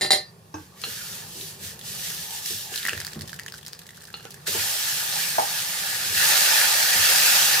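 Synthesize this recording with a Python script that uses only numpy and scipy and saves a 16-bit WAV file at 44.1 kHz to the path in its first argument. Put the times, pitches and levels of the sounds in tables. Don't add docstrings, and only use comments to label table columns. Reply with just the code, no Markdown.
import sys
import numpy as np
from scipy import signal
from scipy.fft import rfft, irfft, next_fast_len
from scipy.io import wavfile
from scipy.ndimage import uniform_filter1d, map_coordinates

SR = 44100
rng = np.random.default_rng(int(sys.argv[2]) if len(sys.argv) > 2 else 0)


def elevation(decibels):
    levels = np.asarray(decibels, float)
    return 10 ** (levels / 20)


def generate_wav(sig):
    pcm = np.round(np.clip(np.atleast_2d(sig).T, -1, 1) * 32767).astype(np.int16)
    wavfile.write(sys.argv[1], SR, pcm)


N = 335160


def unit(x):
    return x / np.sqrt(np.mean(x ** 2) + 1e-20)


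def along(points, hz):
    f, v = np.transpose(points)
    return np.interp(np.log(hz + 1), np.log(f + 1), v)


def wobble(rate):
    knots = rng.standard_normal(int(N * rate / SR) + 4)
    return map_coordinates(knots, [np.arange(N) * rate / SR])


def swell(peak_s, rise_s, fall_s, db):
    t = np.arange(N) / SR - peak_s
    return elevation(db - 10 * (t / np.where(t < 0, rise_s, fall_s)) ** 2)


def filtered(x, response):
    m = next_fast_len(N + 8192)
    return irfft(rfft(x, m) * response(np.fft.rfftfreq(m, 1 / SR)), m)[..., :N]


def shaped(x, spectrum):
    return filtered(x, lambda hz: elevation(along(spectrum, hz)))


def dulled(x, hz):
    return signal.lfilter(*signal.butter(1, min(hz, .45 * SR), fs=SR), x)


# f/Hz, correlation
PORT_LIKENESS = [(30, 0.69), (60, 1), (250, 0.96), (700, 0.6), (1400, 0.083), (3000, 0.4), (6000, 0.26),
                 (12000, 0.014)]
# f/Hz, lead/rad
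LEFT_LEAD = [(400, 0.26), (950, 2.23), (1400, 8.34), (1750, 6.77), (4000, 7.4), (6000, 7), (9000, 8.66)]


def ports(pair):
    turn = lambda hz: np.arccos(np.clip(along(PORT_LIKENESS, hz), -1, 1)) / 2
    mid, side = filtered(pair, lambda hz: np.array([np.cos(turn(hz)), np.sin(turn(hz))]))
    both = np.array([mid + side, mid - side])
    return filtered(both, lambda hz: np.exp(.5j * np.outer([1, -1], along(LEFT_LEAD, hz))))


def struck(hits, modes, crack, attack, rough, gain_db, loose=0, crack_s=0.0079):
    out, t = np.zeros((2, N + SR)), np.arange(SR // 4) / SR
    hz, level, t60 = np.transpose(modes)[:, :, None]
    for s, db, *tilt in hits:
        strength = level + 1.5 * rng.standard_normal(hz.shape) + sum(tilt) * np.log2(hz / 300)
        drift = np.cumsum(rng.standard_normal((len(hz), len(t))), axis=1) / np.sqrt(SR)
        jitter = rough * np.sqrt(hz) * drift
        jitter += loose * rng.standard_normal(hz.shape)
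        rings = elevation(strength - 60 * t / t60) * np.exp(1j * (2 * np.pi * hz * t + jitter))
        at_ports = (np.exp(-1j * np.outer([0, 1], along(LEFT_LEAD, hz))) @ rings).imag
        heard = at_ports * (1 - np.exp(-t / attack))
        contact = dulled(dulled(rng.standard_normal((2, len(t))), 6000), 6000)
        contact = crack * elevation(-60 * t / crack_s) * contact
        out[:, round(s * SR):][:, :len(t)] += elevation(db + gain_db) * (heard + contact)
    return out[:, :N]


# f/Hz, level/dB per Hz
RUMBLE_COLOUR = [(15, -59), (25, -79), (43, -4), (166, 0), (301, -23), (384, -11.5), (607, -19), (988, -19),
                 (1130, -19), (1260, -34), (1400, -26), (3620, -87), (10100, -29.5), (14800, -56),
                 (16000, -50)]


def rumble():
    air = shaped(rng.standard_normal((2, N)), RUMBLE_COLOUR)
    return elevation(-47 + 1.3 * wobble(2.5)) * unit(ports(air))


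def bursts(per_s, spread_db, haze, patchy_db):
    size = elevation(spread_db * np.minimum(rng.exponential(1, (2, N)), 4))
    pops = (rng.random((2, N)) < per_s / SR) * size * rng.standard_normal((2, N))
    z = signal.stft(unit(pops) + haze * rng.standard_normal((2, N)), nperseg=512)[2]
    field = uniform_filter1d(rng.standard_normal(z.shape[1:]), size=3, axis=0)
    field = uniform_filter1d(field, size=8, axis=1)
    return signal.istft(z * elevation(patchy_db * unit(field)), nperseg=512)[1][:, :N]


# f/Hz, width/Hz, level/dB
POT_AIR = [(1430, 206, 0.5), (1742, 151, 5), (1905, 130, 5), (2337, 820, -1.5), (2783, 260, 0.5),
           (3304, 44, -3.5), (4460, 710, -3.5)]


def cavity(f):
    response = 0
    for k, (centre, width, db) in enumerate(POT_AIR):
        response = response + (-1) ** k * elevation(db) * 1j * f * width / (centre * centre - f * f + 1j * f * width)
    return response


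# f/Hz, level/dB per Hz
FIZZ_COLOUR = [(880, -18), (1500, -16.5), (1730, 1), (2030, -7.5), (2530, -2.5), (2940, 2.5), (5260, 4),
               (9040, 1), (14900, 0), (16000, -21), (16500, -82)]
# f/Hz, level/dB per Hz
SEETHE_COLOUR = [(150, -68), (250, -28.5), (594, -3), (671, -7.5), (764, 1.5), (895, 1.5), (1090, -9),
                 (1200, 1), (1400, -11), (1820, -104), (3080, -120)]
# t/s, fizz level/dB
BOIL_COURSE = [(0, -52), (.3, -61.5), (.72, -60), (.86, -46.5), (1.2, -43.5), (1.32, -53), (1.8, -50),
               (1.92, -43), (2.8, -48), (3.0, -43.5), (3.2, -52), (3.6, -57), (4.1, -57), (4.2, -53.5),
               (4.455, -51.5), (4.475, -26.5), (4.5, -35), (4.6, -28), (4.75, -33.5), (5.0, -29),
               (5.26, -31.5), (5.4, -30), (5.75, -31.5), (6.11, -30), (6.19, -19.5), (6.5, -18.5),
               (6.9, -20.5), (7.0, -18.5), (7.3, -17.5), (7.6, -20.5)]
# peak t/s, rise t/s, fall t/s, fizz level/dB, pot-air level/dB
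SPOON_STROKES = [(.6, 0.064, 0.12, -51, -57.5), (.91, .1, 0.19, -35, -44), (1.12, 0.14, .17, -37.5, -62),
                 (1.42, 0.15, 0.13, -36, -66), (1.66, 0.054, 0.079, -34.5, -46.5),
                 (1.891, 0.058, 0.17, -34, -58), (2.07, 0.098, 0.16, -31, -46.5),
                 (2.23, 0.09, .1, -34.5, -58), (2.36, 0.07, 0.065, -32, -49), (2.49, 0.075, 0.14, -30, -62),
                 (2.63, .08, 0.1, -36, -70), (2.76, 0.061, 0.089, -32.5, -39.5),
                 (2.87, .08, 0.14, -39, -38.5)]


def frying():
    full_boil_db = -20
    flash_s, flash_rise_s, flash_db, flash_fade_db_per_s = 4.475, 0.018, -26.5, 3.5
    seethe_lag_s = 0.053
    s, db = np.transpose(BOIL_COURSE)
    t = np.arange(N) / SR
    boil_db = np.interp(t, s, db)
    late_db = np.interp(t - seethe_lag_s, s, db)

    flash = elevation(flash_db - flash_fade_db_per_s * (t - flash_s) + 0.34 * wobble(5))
    flash = flash * np.clip((t - flash_s) / flash_rise_s + 1, 0, 1) ** 2
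    fizz_strokes = sum(swell(*row[:4]) ** 2 for row in SPOON_STROKES)
    air_strokes = sum(swell(*row[:3], row[4]) ** 2 for row in SPOON_STROKES)
    bright = np.sqrt(elevation(boil_db) ** 2 + flash ** 2 + fizz_strokes)
    deep = np.sqrt(elevation(-25 + 0.95 * (boil_db - full_boil_db)) ** 2 + air_strokes)
    steam = elevation(-33.5 + 0.81 * (late_db - full_boil_db) + 0.55 * wobble(5.4))
    churn = 0.5 * wobble(10) + 0.27 * wobble(35) + 0.36 * wobble(120)

    fizz = unit(shaped(bursts(2500, spread_db=2.0, haze=1.9, patchy_db=1.5), FIZZ_COLOUR))
    hollow = unit(filtered(bursts(1500, spread_db=1.0, haze=1.0, patchy_db=2.5), cavity))
    seethe = unit(shaped(bursts(600, spread_db=2.0, haze=1.7, patchy_db=2.0), SEETHE_COLOUR))
    hollow_level = deep * elevation(churn + 0.24 * wobble(3.89))
    return ports(bright * elevation(churn) * fizz + hollow_level * hollow + steam * seethe)


# t/s, level/dB, hardness/dB per octave
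LID_SEATS = [(.010, -23.5, 0.5), (.017, -19.5, 0), (.028, -17, -1.5), (.047, -16.5, -1.5), (.062, -28, 0),
             (.106, -13.5, 0.5), (.118, -23.5, 2.5), (.131, -13, -0.5), (.147, -19.5, -1),
             (.158, -23.5, -1)]
# f/Hz, level/dB, t60/s
LID_MODES = [(195, -11, 0.056), (373, -6, 0.076), (485, -16.5, 0.09), (601, -6, .09), (763, 1, 0.057),
             (790, -21, 0.046), (1825, -5.5, 0.098), (1812, -11, 0.24), (2042, 5, 0.038),
             (2810, -13, 0.082), (3240, -10.5, 0.11), (3700, -3, 0.096), (4010, 6, 0.086),
             (4127, 2.5, 0.16), (4740, -3.5, 0.24), (5320, -6, 0.068), (5530, -14, 0.13),
             (5700, -15.5, 0.25), (6360, -26, 0.22), (7000, 0.5, 0.058), (7400, -11, 0.083),
             (8220, -5, 0.067), (8800, 0.5, 0.057), (9250, -28, .15), (9750, -8.5, .15),
             (10300, -5.5, 0.081), (10900, -11, .13), (11880, -8, 0.098), (13000, -20, 0.071),
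             (14200, -23, 0.064)]


def lid_seating():
    return struck(LID_SEATS, LID_MODES, crack=1.03, attack=0.000083, rough=0.16, gain_db=-7,
                  loose=1.3, crack_s=0.058)


# f/Hz, t60/s
KITCHEN_DECAY = [(150, 0.19), (1000, 0.23), (4000, 0.21), (12000, 0.15)]


def kitchen(x):
    hz, t, z = signal.stft(rng.standard_normal((2, SR // 2)), SR, nperseg=256)
    fade = elevation(-60 * t / along(KITCHEN_DECAY, hz)[:, None])
    tail = signal.istft(z * fade, SR, nperseg=256)[1]
    late = np.pad(x, ((0, 0), (200, 0)))
    return ports(signal.fftconvolve(late, tail / np.linalg.norm(tail[0]), axes=1)[:, :N])


# t/s, level/dB
PAN_NUDGES = [(.541, -23)]
# f/Hz, level/dB, t60/s
PAN_MODES = [(86, -1, 0.53), (308, 0, 0.16), (453, -6.5, 0.14), (666, -6, 0.052), (875, -1.5, 0.17),
             (1115, -2.5, 0.079), (1576, -9, 0.21), (2600, -10.5, 0.099), (3700, -19, .05),
             (5330, -11, .06), (6150, -12, 0.099)]


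def pan_nudge():
    return struck(PAN_NUDGES, PAN_MODES, crack=0.45, attack=0.0008, rough=0.41, gain_db=-7)


# peak t/s, length/s, hum f/Hz at the peak, glide/Hz per s, level/dB
FLOOR_SCRAPES = [(.75, .1, 1150, 100, -59), (1, 0.29, 1440, -600, -51.5), (1.4, 0.13, 372, -50, -49.5),
                 (2.32, 0.22, 868, -100, -49), (2.69, 0.1, 804, -900, -48), (4.26, .06, 1500, -3000, -52)]


def scrape():
    rise_share = 0.44
    t = np.arange(N) / SR
    grip = filtered(rng.standard_normal((2, N)), lambda f: 1 / (1 + (f / 70) ** 2))
    grip = (grip[0] + 1j * grip[1]) / np.std(grip[0])
    out = 0
    for s, length, hz, glide, db in FLOOR_SCRAPES:
        hum = np.exp(2j * np.pi * (hz + glide * (t - s) / 2) * (t - s))
        level = swell(s, rise_share * length, (1 - rise_share) * length, db)
        out = out + level * (grip * hum).real
    return out


# t/s, pop level/dB, pop f/Hz, pot-air ping level/dB
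FAT_SPITS = [(0.816, -32, 5000, -59), (1.4116, -15.5, 3850, -50), (1.792, -30, 6430, -45),
             (1.8127, -22, 3580, -39), (2.1022, -18, 5700, -28), (2.3072, -24, 5520, -34),
             (2.4598, -15, 6500, -31), (2.5341, -24, 6500, -34), (2.7401, -15.5, 2840, -28),
             (2.759, -12, 4700, -37), (2.7768, -11, 4100, -40), (2.785, -15, 3160, -40),
             (2.83, -14, 3700, -37), (2.8519, -9.5, 8800, -13.5), (2.8644, -18, 2910, -14),
             (2.8732, -7.5, 11200, -35), (2.884, -17, 2880, -9), (2.8875, -15, 4800, -18),
             (2.8936, -5.5, 2700, -19), (2.9322, -15, 2700, -18), (2.9771, -17, 4250, -23),
             (3.002, -16, 4700, -26), (3.0144, -20, 3700, -24), (3.0485, -15, 4800, -27),
             (3.0678, -12, 4600, -33), (3.0772, -30, 5100, -27), (3.133, -18, 4470, -33),
             (3.1473, -30, 3000, -51), (3.2098, -19, 4400, -32), (3.2191, -20, 4530, -32),
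             (3.2762, -25.5, 5700, -48), (3.2948, -23, 3500, -36), (3.3308, -22, 4640, -23),
             (3.3903, -21, 2820, -26), (3.3962, -19, 4600, -22.5), (3.4342, -23, 4870, -52),
             (3.4625, -16.5, 6960, -23), (3.4815, -21, 3240, -32), (3.485, -23, 2840, -30),
             (3.5224, -19, 4900, -34), (3.5403, -24, 4400, -27), (3.5467, -28, 5700, -42),
             (3.5724, -28, 10500, -49), (3.5806, -26, 10600, -54), (3.6639, -15.5, 5050, -39),
             (3.6703, -26, 4700, -38), (3.6817, -17, 6700, -42), (3.6865, -29, 4200, -38),
             (3.7323, -17.5, 5030, -37), (3.7916, -24, 12400, -51), (3.867, -26, 7800, -49),
             (3.8907, -26, 3600, -32), (4.0397, -28, 9700, -46), (4.053, -24, 4730, -50),
             (4.3064, -25, 9400, -55), (4.3426, -25, 7400, -37), (4.468, -24, 4500, -25),
             (4.486, -25, 5000, -33)]


def spits():
    pops, spray, t = np.zeros((2, N + SR)), np.zeros((2, N + SR)), np.arange(1500) / SR
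    for s, pop_db, hz, ping_db in [*FAT_SPITS, *small_spits(count=110)]:
        spray_db = -11.5 + 0.55 * pop_db - 3.5 * s + 3.0 * rng.standard_normal()
        bend, lean = rng.standard_normal(2)
        pop = elevation(pop_db - 60 * t * hz / 14) * np.sin(2 * np.pi * hz * t) * (1 - np.exp(-t * hz * 1.02))
        click = elevation(pop_db - 9 - 60 * t / 0.0014) * rng.standard_normal((2, len(t)))
        ping_phase = 2 * np.pi * 1750 * (1 + 0.067 * bend) * t - [[0], [.4]]
        ping = elevation(ping_db - 60 * t / 0.013) * np.sin(ping_phase) * (1 - np.exp(-t / 0.00029))
        sides = elevation(2.4 * lean * np.array([[1], [-1]]))
        hiss = dulled(rng.standard_normal((2, len(t))), 3 * hz)
        pops[:, round(s * SR):][:, :len(t)] += (pop + ping + click) * sides
        spray[:, round(s * SR):][:, :len(t)] += elevation(spray_db - 60 * t / 0.031) * hiss
    return pops[:, :N] + shaped(spray[:, :N], FIZZ_COLOUR)


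def small_spits(count):
    rest_s, rest_length_s, thinning = 2.96, 1.4, 1.5
    when, size, pitch, ping = rng.random((count, 4)).T
    s = rest_s + rest_length_s * when ** thinning
    return np.transpose([s, -39 + 13 * size ** 3.0, 3000 * 3.5 ** pitch, -54 + 20 * ping ** 1.5])


# t/s, level/dB, hardness/dB per octave
SPOON_HITS = [(.837, -21.5, 2.5), (.8418, -23, 0.5), (4.135, -37, -12), (4.140, -23.5, 1.5),
              (4.197, -31, 0.5), (4.253, -12, -7), (4.27, -23, -7)]
# f/Hz, level/dB, t60/s
SPOON_MODES = [(480, -8.5, 0.027), (800, -8, 0.033), (1316, 0.5, 0.02), (1555, -19, 0.078),
               (2000, -6, 0.013), (2850, -17, 0.25), (2830, 3.5, 0.012), (3370, -1, 0.014),
               (4230, -7, 0.08), (4120, 0.5, 0.022), (6700, -27, .15)]


def spoon_clinks():
    return struck(SPOON_HITS, SPOON_MODES, crack_s=0.0073, crack=0.92, attack=0.00051, rough=0.37, gain_db=-8.5)


# t/s, level/dB, hardness/dB per octave, boom level/dB
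POT_BUMPS = [(0.867, -38, 1.5, -69), (1.352, -47.5, 4, -69), (1.61, -43, -13, -44), (2.504, -36.5, -6, -43),
             (2.719, -43, 4, -62), (2.846, -44, -8, -53), (2.925, -35, -2.5, -41), (3.157, -30, -10, -38.5),
             (3.19, -48, -7, -45), (3.229, -44.5, 4, -60), (4.478, -35, 4, -46), (4.547, -31, 5.5, -46),
             (6.049, -43, -6, -43), (6.12, -39, -10, -43.5), (6.948, -38, -14.5, -42)]
# f/Hz, level/dB, t60/s
POT_MODES = [(151.2, -7, 0.42), (222.6, 0.5, 0.14), (300, -11, 0.36), (373, 8.5, 0.092), (457.4, 7, 0.092),
             (575, 1, 0.12), (660, -1.5, 0.068), (910, 0, 0.092), (1070, -4, 0.089)]


def pot_bumps():
    hits = [row[:3] for row in POT_BUMPS]
    return struck(hits, POT_MODES, crack=.05, attack=0.0021, rough=0.75, gain_db=-8.0)


# f/Hz, level/dB, t60/s
GRATE_MODES = [(84.4, 7, 0.44), (102.4, 6, 0.28)]


def grate_boom():
    hits = [row[::3] for row in POT_BUMPS]
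    return struck(hits, GRATE_MODES, crack=0, attack=0.053, rough=0.11, gain_db=8.5)


# t/s, level/dB
JUG_HITS = [(5.382, -12)]
# f/Hz, level/dB, t60/s
JUG_MODES = [(362, -26.5, 0.17), (674, -1.5, 0.11), (756, 0.5, 0.12), (785, -10, 0.043), (836, -2, 0.22),
             (910, -8, 0.15), (1035, -1.5, 0.038), (1426, -8, 0.037)]


def jug_set_down():
    return struck(JUG_HITS, JUG_MODES, crack=.02, attack=0.0017, rough=0.57, gain_db=-2.0)


def scene():
    knocks = lid_seating() + pan_nudge() + spoon_clinks() + pot_bumps() + grate_boom() + jug_set_down()
    pops = spits()
    room = kitchen(elevation(-5) * knocks + elevation(-8.5) * pops)
    mix = knocks + pops + room + frying() + scrape() + rumble()
    return mix * elevation([[-.45], [.45]])


def band_limit(x):
    return signal.sosfilt(signal.butter(12, 16690, fs=SR, output="sos"), x)


def record(dry):
    cut = filtered(dry, lambda hz: (1j * hz / 60 / (1 + 1j * hz / 60)) ** 4 * (hz < 15900))
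    return band_limit(cut)


dry = scene()
out = record(dry)
generate_wav(out)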